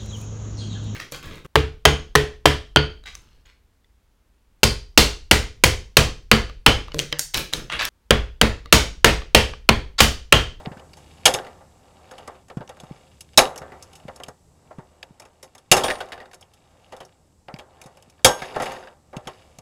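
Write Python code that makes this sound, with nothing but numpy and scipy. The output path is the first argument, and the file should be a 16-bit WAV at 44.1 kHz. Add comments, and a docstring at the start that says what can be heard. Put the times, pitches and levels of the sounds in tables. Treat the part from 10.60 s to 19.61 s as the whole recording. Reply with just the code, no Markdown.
"""Steel rattles against a board fence while a far engine hums and insects hiss over the field.
Bolt cutters then snap four wires of the leaning mesh panel, heard by a microphone on the chest.
Snaps and contacts are dying noise through boards, jaws and wire; a buzz of varying level joins them.
The steel rings as dying sines, a freed length of wire drops and rings, and low thumps bump the chest.
Peaks beyond full scale are clipped."""
import sys
import numpy as np
from scipy import signal
from scipy.io import wavfile
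from scipy.ndimage import uniform_filter1d

SR = 44100
rng = np.random.default_rng(int(sys.argv[2]) if len(sys.argv) > 2 else 0)


def unload_audio(sound):
    """Save the sound as a 16-bit wav file, at the path given as the first command line argument."""
    columns = np.transpose(np.atleast_2d(sound))
    # keep every value between -1 and 1, then stretch to whole-number steps
    steps = np.round(np.clip(columns, -1, 1) * 32767)
    wavfile.write(sys.argv[1], SR, steps.astype(np.int16))


N = 397341

# The far engine's path. Each row: time in seconds, firing rate in Hz, level in dB.
ENGINE_HUM = [(0, 80.6, -55.5), (.6, 78, -56), (1.8, 75.7, -63.5), (3.3, 78.3, -59), (5.0, 78.5, -70.5),
              (6.2, 80.64, -67.5), (8.2, 73.95, -66.5), (9.01, 74.5, -63.5)]
# Modes of the cutters. Each row: frequency in Hz, relative level in dB, free t60 in seconds.
STEEL_MODES = [(2358, -6, .12), (2912, -5, .15), (3050, -6, .13), (3375, -6, .22), (3731, -2, .12),
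               (3880, -5, .11), (4409, -10, .12), (5243, -12, .2), (5540, -5, .18), (6492, -4, .22),
               (7221, -6, .12), (7725, -10, .16), (8040, -7, .13), (9230, -10, .22), (10510, -9, .25),
               (11430, -12, .1), (12580, -8, .2)]
# The jaws bite through a wire. Each row: start in seconds, boards peak in dB, jaws in dB, wire in dB,
# knock in Hz, clear ring of the steel in dB, how long it rings as a share of each mode's t60.
WIRE_SNAPS = [(0.655, -3, -5.5, -7, 3300, -33, .8), (2.775, 2, -3.5, -4.5, 3860, -31, .8),
              (5.115, -1, -7, -6, 2750, -30, .9), (7.646, 1, -5.5, -4.5, 3270, -25, 1.7)]


def amp(db):
    """Turns dB into a linear gain."""
    return 10 ** (np.asarray(db) / 20)


def evened(x):
    """Scales to rms 1."""
    return x / np.sqrt(np.mean(x ** 2) + 1e-20)


def unit(x):
    """Scales a response to energy 1."""
    return x / np.linalg.norm(x)


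def read(points, hz):
    """Reads a spectrum on a log-frequency axis."""
    f, value = np.transpose(points)
    return np.interp(np.log(hz + 1), np.log(f + 1), value)


def follow(rows):
    """Joins curve rows into one value a sample for each column."""
    s, *columns = np.transpose(rows)
    return [np.interp(np.arange(N) / SR, s, c) for c in columns]


def add(mix, s, sound):
    """Mixes a sound in at time s, cut off at the end of the mix."""
    part = mix[..., round(s * SR):][..., :sound.shape[-1]]
    part += sound[..., :part.shape[-1]]


def colour(points, size=4096):
    """Causal minimum-phase response with the given spectrum, at energy 1."""
    level_db = read(points, abs(np.fft.fftfreq(size, 1 / SR)))
    log_gain = np.log(amp(np.maximum(level_db, -100)))
    spectrum = np.exp(np.conj(signal.hilbert(log_gain)))  # the phase follows from the gain
    return unit(np.fft.ifft(spectrum).real[:size // 2])


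def ring(modes, db=0, stretch=1):
    """Sum of dying sines, as a struck body rings in its modes."""
    t = np.arange(SR // 3) / SR
    hz, mode_db, t60 = np.transpose(modes)[:, :, None]
    decay = amp(mode_db + db - 60 * t / (t60 * stretch))
    return (decay * np.sin(2 * np.pi * hz * t)).sum(0)


def gritty(size, spread_db):
    """Noise of many tiny impacts of uneven strength."""
    uneven = evened(uniform_filter1d(rng.standard_normal(size), size=40))
    return evened(rng.standard_normal(size) * amp(spread_db * uneven))


def engine():
    """A far engine: its wavering firing tone and the octave."""
    octave_db = -7.5
    hz, db = follow(ENGINE_HUM)
    waver = evened(uniform_filter1d(rng.standard_normal((2, N)), size=4000))
    turn = 2 * np.pi * np.cumsum(hz + 3.2 * waver[0]) / SR
    level = np.sqrt(2) * amp(db + 1.2 * waver[1])
    return level * (np.sin(turn) + amp(octave_db) * np.sin(2 * turn))


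def field():
    """Soft outdoor air and insects: shaped noise whose spectrum drifts in patches."""
    # Spectrum of the air. Each row: frequency in Hz, relative density in dB per Hz.
    air_spectrum = [(12, -50.5), (20, -20.5), (81, -3.5), (271, -13.5), (391, -16.5), (906, -23.5),
                    (1680, -34.5), (3480, -35), (4740, -32.5), (7850, -31), (14600, -45.5), (16300, -63)]
    field_db = -59
    field_follows = 0.61  # the air quiets with the engine, dB per dB
    insect_hz, width_hz, insect_db = 7750, 450, 4  # the insects are a bump in the spectrum

    frames, hz = N // 256 + 5, np.fft.rfftfreq(1024, 1 / SR)
    real, imaginary, patches = rng.standard_normal((frames, 513, 3)).T
    patches = uniform_filter1d(patches, size=12, axis=0)  # across frequency
    patches = evened(uniform_filter1d(patches, size=14, axis=1))  # across time
    insect_bump_db = insect_db * np.exp(-((hz - insect_hz) / width_hz) ** 2)
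    level_db = read(air_spectrum, hz) + insect_bump_db
    z = (real + 1j * imaginary) * amp(level_db[:, None] + 0.61 * patches)
    air = evened(signal.istft(z, nperseg=1024, noverlap=768)[1][:N])
    hum_db = follow(ENGINE_HUM)[1]
    return amp(field_db + field_follows * (hum_db - hum_db.mean())) * air


def thumps():
    """Handles and arms bump the chest near the microphone: a low tone whose pitch drops at once."""
    # Bumps on the chest. Each row: start in seconds, peak in dB.
    chest_bumps = [(0.072, -19.5), (0.115, -29), (0.169, -34.5), (0.655, -22.5), (0.739, -31),
                   (1.971, -17.5), (2.005, -30.5), (2.235, -33), (2.311, -25.5), (2.787, -27.5),
                   (3.014, -34.5), (3.12, -45), (3.453, -31.5), (3.684, -35), (4.185, -27), (4.508, -38.5),
                   (5.115, -13.5), (5.164, -26), (6.94, -27), (7.258, -36.5), (7.478, -45), (7.646, -19.5),
                   (7.821, -33), (8.568, -23), (8.67, -33), (8.986, -38.5)]
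    out, t = np.zeros(N), np.arange(SR // 8) / SR
    turn = 2 * np.pi * 135 * t * (1 + .9 * np.exp(-t / 0.0078))
    thump = amp(-60 * t / 0.05) * np.sin(turn)
    for s, db in chest_bumps:
        add(out, s, amp(db) * thump / abs(thump).max())
    return out


def offcut():
    """The freed length of wire drops; each bounce rings its modes in another balance."""
    # Modes of the loose wire. Each row: frequency in Hz, relative level in dB, t60 in seconds.
    loose_modes = [(5660, -4, .2), (6400, -4, .15), (8960, 0, .28), (9350, -2, .28), (10900, -2, .15),
                   (12600, -8, .25), (15160, -14, .18)]
    # Its bounces. Each row: start in seconds, level in dB.
    bounces = [(5.243, -34), (5.304, -42), (5.524, -65)]
    out = np.zeros(N)
    spots_db = 2.9 * rng.standard_normal((len(bounces), len(loose_modes), 1))
    for (s, db), spot_db in zip(bounces, spots_db):
        add(out, s, ring(loose_modes, db=db + spot_db))
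    return out


def snap_rings():
    """Each snap sets steel and cut strand ringing freely, every mode a little stronger or weaker."""
    # The cut strand of the panel hums. Each row: frequency in Hz, relative level in dB,
    # t60 in seconds before the snap's share.
    strand_modes = [(1575, 4.5, 0.2), (955, 2.5, .25), (620, 3.5, 0.22)]
    modes = STEEL_MODES + strand_modes
    out = np.zeros(N)
    spots_db = 2.5 * rng.standard_normal((len(WIRE_SNAPS), len(modes), 1))
    for (s, *_, db, share), spot_db in zip(WIRE_SNAPS, spots_db):
        add(out, s, ring(modes, db=db + spot_db, stretch=share))
    return out


def knock(hz, width, noise):
    """Noise in the one resonance that a contact favours."""
    r = np.exp(-np.pi * width / SR)
    resonance = [1, -2 * r * np.cos(2 * np.pi * hz / SR), r * r]
    return evened(signal.lfilter([1, 0, -1], resonance, noise))


def fading(boards_t60, steel_t60):
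    """Shaking of boards, jaws, wire and ring: a quick start, a fall, and a faint longer tremble."""
    jolt_t60 = .02  # the jolt that rings the tool is brief (s)
    boards_tremble_db, steel_tremble_db = -17, -18
    t = np.arange(SR // 3) / SR
    t60 = np.maximum([boards_t60, steel_t60, steel_t60, jolt_t60], .004)[:, None]
    rise = 1 - np.exp(-t / np.array([[.003], [.0003], [.0003], [.002]]))  # boards start later than steel
    tremble_db = np.repeat([boards_tremble_db, steel_tremble_db], [1, 3])[:, None]
    return rise * (amp(-60 * t / t60) + amp(tremble_db - 60 * t / (3.1 * t60)))


def contacts():
    """Each snap or contact is a dying rattle that drives boards, jaws, wire and the ring of the tool."""
    # Tool, wire and fence touch. Each row: start in seconds, boards peak in dB, jaws in dB, wire in dB,
    # knock in Hz, knock above jaws in dB, t60 of boards rattling and of steel rattling in seconds.
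    touches = [(0.052, -25.5, -48.5, -64, 2140, 2, 0.17, 0.079),
               (0.117, -35, -47.5, -76, 1570, 1, 0.18, 0.049), (0.171, -41, -45, -71, 1550, 4, 0.15, 0.033),
               (0.195, -42.5, -47, -56, 2970, 0, 0.26, 0.026),
               (0.333, -42, -47, -47.5, 4630, 5, 0.043, 0.028),
               (0.369, -38.5, -58, -53.5, 2910, 3, 0.15, 0.12),
               (0.738, -17, -24.5, -21, 3660, -0.5, 0.18, 0.06),
               (0.787, -29, -35, -69, 1580, 3, 0.1, 0.027), (0.846, -37, -47, -61, 1640, 3, 0.1, 0.04),
               (0.866, -40, -46.5, -58, 2000, 4, 0.12, 0.049),
               (1.006, -37.5, -80.5, -85, 1720, 3, 0.11, 0.03),
               (1.511, -29.5, -47, -46.5, 1466, 4.5, 0.13, 0.048),
               (1.581, -36, -51, -49, 2980, 10.5, 0.29, 0.051),
               (1.676, -23.5, -39, -38, 2030, 1.5, 0.11, 0.023),
               (1.883, -43, -52, -51.5, 1900, 1.5, 0.18, 0.024),
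               (1.899, -28.5, -40.5, -55, 1790, -5, 0.1, 0.038),
               (1.97, -27.5, -45.5, -51, 1590, -9, 0.077, 0.035),
               (2.007, -26.5, -44, -67, 1580, 0, 0.1, 0.03), (2.076, -44, -51, -61, 5650, 9, 0.13, 0.017),
               (2.092, -28.5, -37, -44, 1860, -4.5, 0.12, 0.037),
               (2.169, -37, -59, -57, 1610, 10, 0.072, 0.03),
               (2.2, -36.5, -47.5, -43.5, 3470, 2, 0.073, 0.036),
               (2.234, -34, -59, -57, 1580, -1, 0.082, 0.062),
               (2.607, -46, -46, -34.5, 2780, 3, 0.068, 0.036),
               (2.733, -49.5, -49, -59, 3170, -12, 0.18, 0.051),
               (2.959, -30, -47, -37.5, 2900, 4, 0.089, 0.028),
               (2.977, -46, -42.5, -35, 5600, 2, 0.1, 0.04), (3.017, -24, -49.5, -59, 1640, 6, 0.088, 0.05),
               (3.119, -32.5, -51.5, -70, 1950, 7.5, 0.23, 0.061),
               (3.225, -45.5, -44.5, -39, 5500, 0, 0.11, 0.045),
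               (3.33, -48, -50, -49.5, 2900, 0, 0.072, 0.04),
               (3.353, -65.5, -57.5, -45, 2870, 7.5, 0.09, 0.069),
               (3.399, -45, -56.5, -65, 2720, 1, 0.048, 0.034),
               (3.481, -19.5, -41, -53, 1940, -6.5, 0.071, 0.036),
               (3.56, -38, -55, -38, 5470, 0, 0.11, 0.025), (3.6, -23, -49, -52, 1600, 3, 0.057, 0.025),
               (3.635, -32, -31, -34.5, 3180, -2.5, 0.052, 0.022),
               (3.663, -46, -52, -64, 2750, 2.5, 0.12, 0.029),
               (3.683, -20.5, -49, -39.5, 1850, 6, 0.056, 0.033),
               (4.107, -28, -62, -66.5, 1700, 2, 0.084, 0.025),
               (4.184, -29.5, -60.5, -59.5, 3200, 3.5, 0.11, 0.04),
               (4.428, -34.5, -43, -45, 2720, 1.5, 0.1, 0.032),
               (4.598, -32.5, -44, -38.5, 2000, 0, 0.067, 0.027),
               (4.619, -41, -54.5, -54, 2400, 2, 0.19, 0.048),
               (4.652, -43, -55.5, -54, 2500, 1, 0.11, 0.04),
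               (4.828, -33.5, -46, -40.5, 1975, -1.5, 0.11, 0.066),
               (4.95, -37, -50, -45, 1970, 4.5, 0.12, 0.032),
               (4.98, -45, -56.5, -46.5, 3350, 4, 0.051, 0.04), (5.166, -16, -22, -26, 1750, -6, 0.3, 0.12),
               (5.236, -11.5, -26, -29, 3300, 2, 0.12, 0.12), (5.282, -16, -29, -51, 1640, 5, 0.13, 0.061),
               (5.301, -25, -32, -40, 1810, 12, 0.19, 0.079), (5.354, -52, -46, -49, 2870, 8, 0.066, 0.028),
               (5.385, -36, -65, -52, 1740, 3, 0.051, 0.036),
               (5.404, -23.5, -34, -44, 1510, 3.5, 0.12, 0.065),
               (5.457, -60, -69, -57, 1520, -2, 0.14, 0.027), (5.486, -44, -56, -54, 1540, 3, 0.12, 0.045),
               (5.52, -27, -33, -46, 1790, 2.5, 0.14, 0.066),
               (5.577, -26.5, -51, -75, 1500, 8, 0.051, 0.044),
               (5.601, -34, -53, -66, 1880, 9.5, 0.3, 0.12),
               (5.656, -65, -54, -61, 1530, 3.5, 0.088, 0.045),
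               (5.713, -48, -54.5, -55, 1875, 6, 0.064, 0.035),
               (5.732, -43, -48.5, -49.5, 1540, 0, 0.12, 0.05),
               (5.743, -46, -50.5, -43, 5500, 2.5, 0.037, 0.028),
               (5.81, -42.5, -60, -48, 5460, 1, 0.081, 0.042),
               (5.825, -50, -52.5, -58.5, 3140, 3, 0.068, 0.031),
               (5.936, -54, -57.5, -54, 3090, 3.5, 0.1, 0.05),
               (6.322, -23.5, -47, -51, 2930, -2, 0.11, 0.069),
               (6.365, -43, -57, -50, 3550, 1, 0.22, 0.047),
               (6.403, -25.5, -45, -51.5, 3030, -0.5, 0.086, 0.073),
               (6.45, -53.5, -58, -51.5, 5550, 10, 0.11, 0.036),
               (6.882, -25.5, -49, -65, 1740, 3, 0.14, 0.04),
               (6.94, -32.5, -43, -62, 4900, 7, 0.049, 0.018),
               (6.962, -39, -46.5, -58, 2270, 3, 0.073, 0.023),
               (6.987, -33.5, -43, -47.5, 3180, -3.5, 0.21, 0.063),
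               (7.215, -40.5, -42.5, -39.5, 2330, 2.5, 0.078, 0.03),
               (7.238, -39, -54.5, -53, 3760, 1, 0.054, 0.04),
               (7.26, -36.5, -59.5, -48, 2760, 1, 0.11, 0.042),
               (7.371, -40, -52.5, -52, 2550, 2.5, 0.069, 0.028),
               (7.424, -48.5, -52.5, -49.5, 2910, 2.5, 0.15, 0.025),
               (7.498, -64, -61.5, -51.5, 2500, 3, 0.037, 0.04),
               (7.591, -43, -57, -74, 1580, 2.5, 0.11, 0.045), (7.819, -22, -32, -53, 1740, 3, 0.1, 0.088),
               (7.855, -54, -53, -50, 1730, -4, 0.048, 0.033),
               (7.951, -32, -42.5, -54, 1830, 5, 0.1, 0.055),
               (7.961, -8.5, -38, -45, 1800, -3, 0.066, 0.048),
               (7.999, -12, -31, -43, 1840, -4.5, 0.11, 0.095),
               (8.02, -17, -36.5, -35, 1820, -3, 0.082, 0.11), (8.056, -29, -36, -48, 1880, 0, 0.09, 0.11),
               (8.119, -30.5, -42.5, -41.5, 1940, 6, 0.13, 0.045),
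               (8.163, -39, -50, -68, 1760, 9, 0.19, 0.052),
               (8.227, -36.5, -51.5, -69, 1560, 8.5, 0.14, 0.049),
               (8.272, -38.5, -50, -71.5, 1560, 5, 0.23, 0.055),
               (8.529, -28.5, -51.5, -64, 1520, 3, 0.24, 0.04),
               (8.566, -31, -40.5, -42.5, 2700, 3, 0.077, 0.03),
               (8.654, -36, -59, -62.5, 1620, 0, 0.033, 0.04),
               (8.672, -18.5, -34, -38, 3030, 0.5, 0.086, 0.042),
               (8.986, -35, -47, -38.5, 4480, 3, 0.079, 0.021)]
    snap_knock_db = -2  # knock of a snap against its jaws
    snap_boards_t60, snap_steel_t60 = 0.17, 0.076  # s
    ring_db = -17  # drive of the tool's ring against the jaws
    crest_db = 8  # the boards peak this far above their steady shaking

    drive, direct = np.zeros((4, N)), np.zeros(N)
    hits = [(*row[:5], snap_knock_db, snap_boards_t60, snap_steel_t60) for row in WIRE_SNAPS]
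    hits += touches
    noises = rng.standard_normal((len(hits), SR // 3))
    for hit, noise in zip(hits, noises):
        s, boards_db, jaws_db, wire_db, hz, knock_db, boards_t60, steel_t60 = hit
        shake = fading(boards_t60, steel_t60)
        levels_db = [[boards_db - crest_db], [jaws_db], [wire_db], [jaws_db + ring_db]]
        add(drive, s, amp(levels_db) * shake)
        add(direct, s, amp(jaws_db + knock_db) * shake[1] * knock(hz, 170, noise))
    return drive, direct


def panel():
    """Contacts and the panel's buzz sound through the boards, the jaws, the wire and the steel modes."""
    # Panel buzzing on the fence. Each row: time in seconds, boards in dB, jaws in dB.
    buzz_curve = [(0, -40, -52.5), (.1, -66, -83), (.43, -60, -59.5), (.85, -49.5, -58.5),
                  (1.1, -62.5, -74), (1.55, -51.5, -59.5), (1.76, -51, -62), (1.9, -83.5, -89),
                  (2.3, -51, -60), (2.76, -77.5, -69), (3.06, -47, -66.5), (3.3, -56, -64.5),
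                  (3.64, -56.5, -65), (3.8, -77, -86.5), (4.1, -59.5, -73), (5.1, -66.5, -71),
                  (5.28, -46.5, -49.5), (5.55, -49, -64.5), (5.7, -68, -73), (6.32, -59, -64.5),
                  (6.8, -77, -89.5), (7.2, -53.5, -66.5), (7.63, -68, -73), (7.8, -49.5, -44),
                  (7.93, -38.5, -50), (8.11, -33.5, -43.5), (8.28, -52, -60), (8.4, -71, -85),
                  (8.71, -54.5, -57), (9.01, -63, -67)]
    # Clear modes of the boards. Each row: frequency in Hz, width in Hz, relative level in dB.
    board_modes = [(382.3, 15, -4.5), (532.6, 18, 0), (611, 34, -1.5), (732, 60, -3), (795, 80, 7),
                   (898, 69, -2), (1064, 15, -9.5), (1169, 29, -5), (1302.7, 81, -6), (1560, 28, -11.5),
                   (1758, 24, -9), (1890, 40, -8.5)]
    # Dense small modes of the fence. Each row: frequency in Hz, relative density in dB per Hz.
    wood_spectrum = [(120, -46.5), (200, -17.5), (297, -26.5), (373, -4), (450, -11.5), (648, -6.5),
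                     (913, -12.5), (2400, -22.5), (3120, -53.5), (5280, -120)]
    # Colour of the jaws. Each row: frequency in Hz, relative density in dB per Hz.
    jaws_spectrum = [(1000, -34), (1700, -5), (1980, -11.5), (2240, -4), (2660, -3), (2960, -5),
                     (3900, -5.5), (4800, 0), (6240, -37.5), (10600, -120)]
    # Colour of the wire. Each row: frequency in Hz, relative density in dB per Hz.
    wire_spectrum = [(2650, -29), (4500, -5.5), (7110, -4.5), (10900, -7.5), (11800, -13), (12800, -13.5),
                     (15100, -21.5), (16300, -36)]
    buzz_wire_db, buzz_ring_db = -9, -30  # against the jaws
    board_modes_db = 1.5  # clear board modes over the dense small ones

    drive, direct = contacts()
    boards_db, jaws_db = follow(buzz_curve)
    buzz = amp([boards_db, jaws_db, jaws_db + buzz_wire_db, jaws_db + buzz_ring_db])

    # a mode's width sets its t60
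    clear = ring([(hz, db, np.log(1000) / (np.pi * width)) for hz, width, db in board_modes])
    dense = colour(wood_spectrum, size=len(clear) * 2)
    boards = unit(amp(board_modes_db) * unit(clear) + dense)
    clink = unit(ring(STEEL_MODES, stretch=.12))  # held in the hands, the steel clinks briefly
    clink += amp(3) * signal.unit_impulse(len(clink))  # the direct hit
    jaws = unit(signal.oaconvolve(clink, colour(jaws_spectrum)))
    wire = unit(signal.oaconvolve(clink, colour(wire_spectrum)))
    bodies = boards, jaws, wire, unit(ring(STEEL_MODES))

    grit = [gritty(N, spread_db=db) for db in (1.1, 7.3, 1.0, 4.8)]
    shaken = np.hypot(drive, buzz) * grit
    return direct + sum(signal.oaconvolve(force, body)[:N] for force, body in zip(shaken, bodies))


def scene():
    """Panel, steel rings, chest thumps, loose wire, field and engine on one channel."""
    return (panel() + snap_rings() + thumps() + offcut() + field() + engine())[None]


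def record(dry):
    """Peaks clip at full scale; then a steep low-pass limits the band."""
    edge_hz = 16350
    clipped = np.clip(dry, -1, 1)
    low_pass = signal.firwin(511, edge_hz, window=("kaiser", 9), fs=SR)
    return signal.oaconvolve(clipped, low_pass[None], "same")


dry = scene()
out = record(dry)
unload_audio(out)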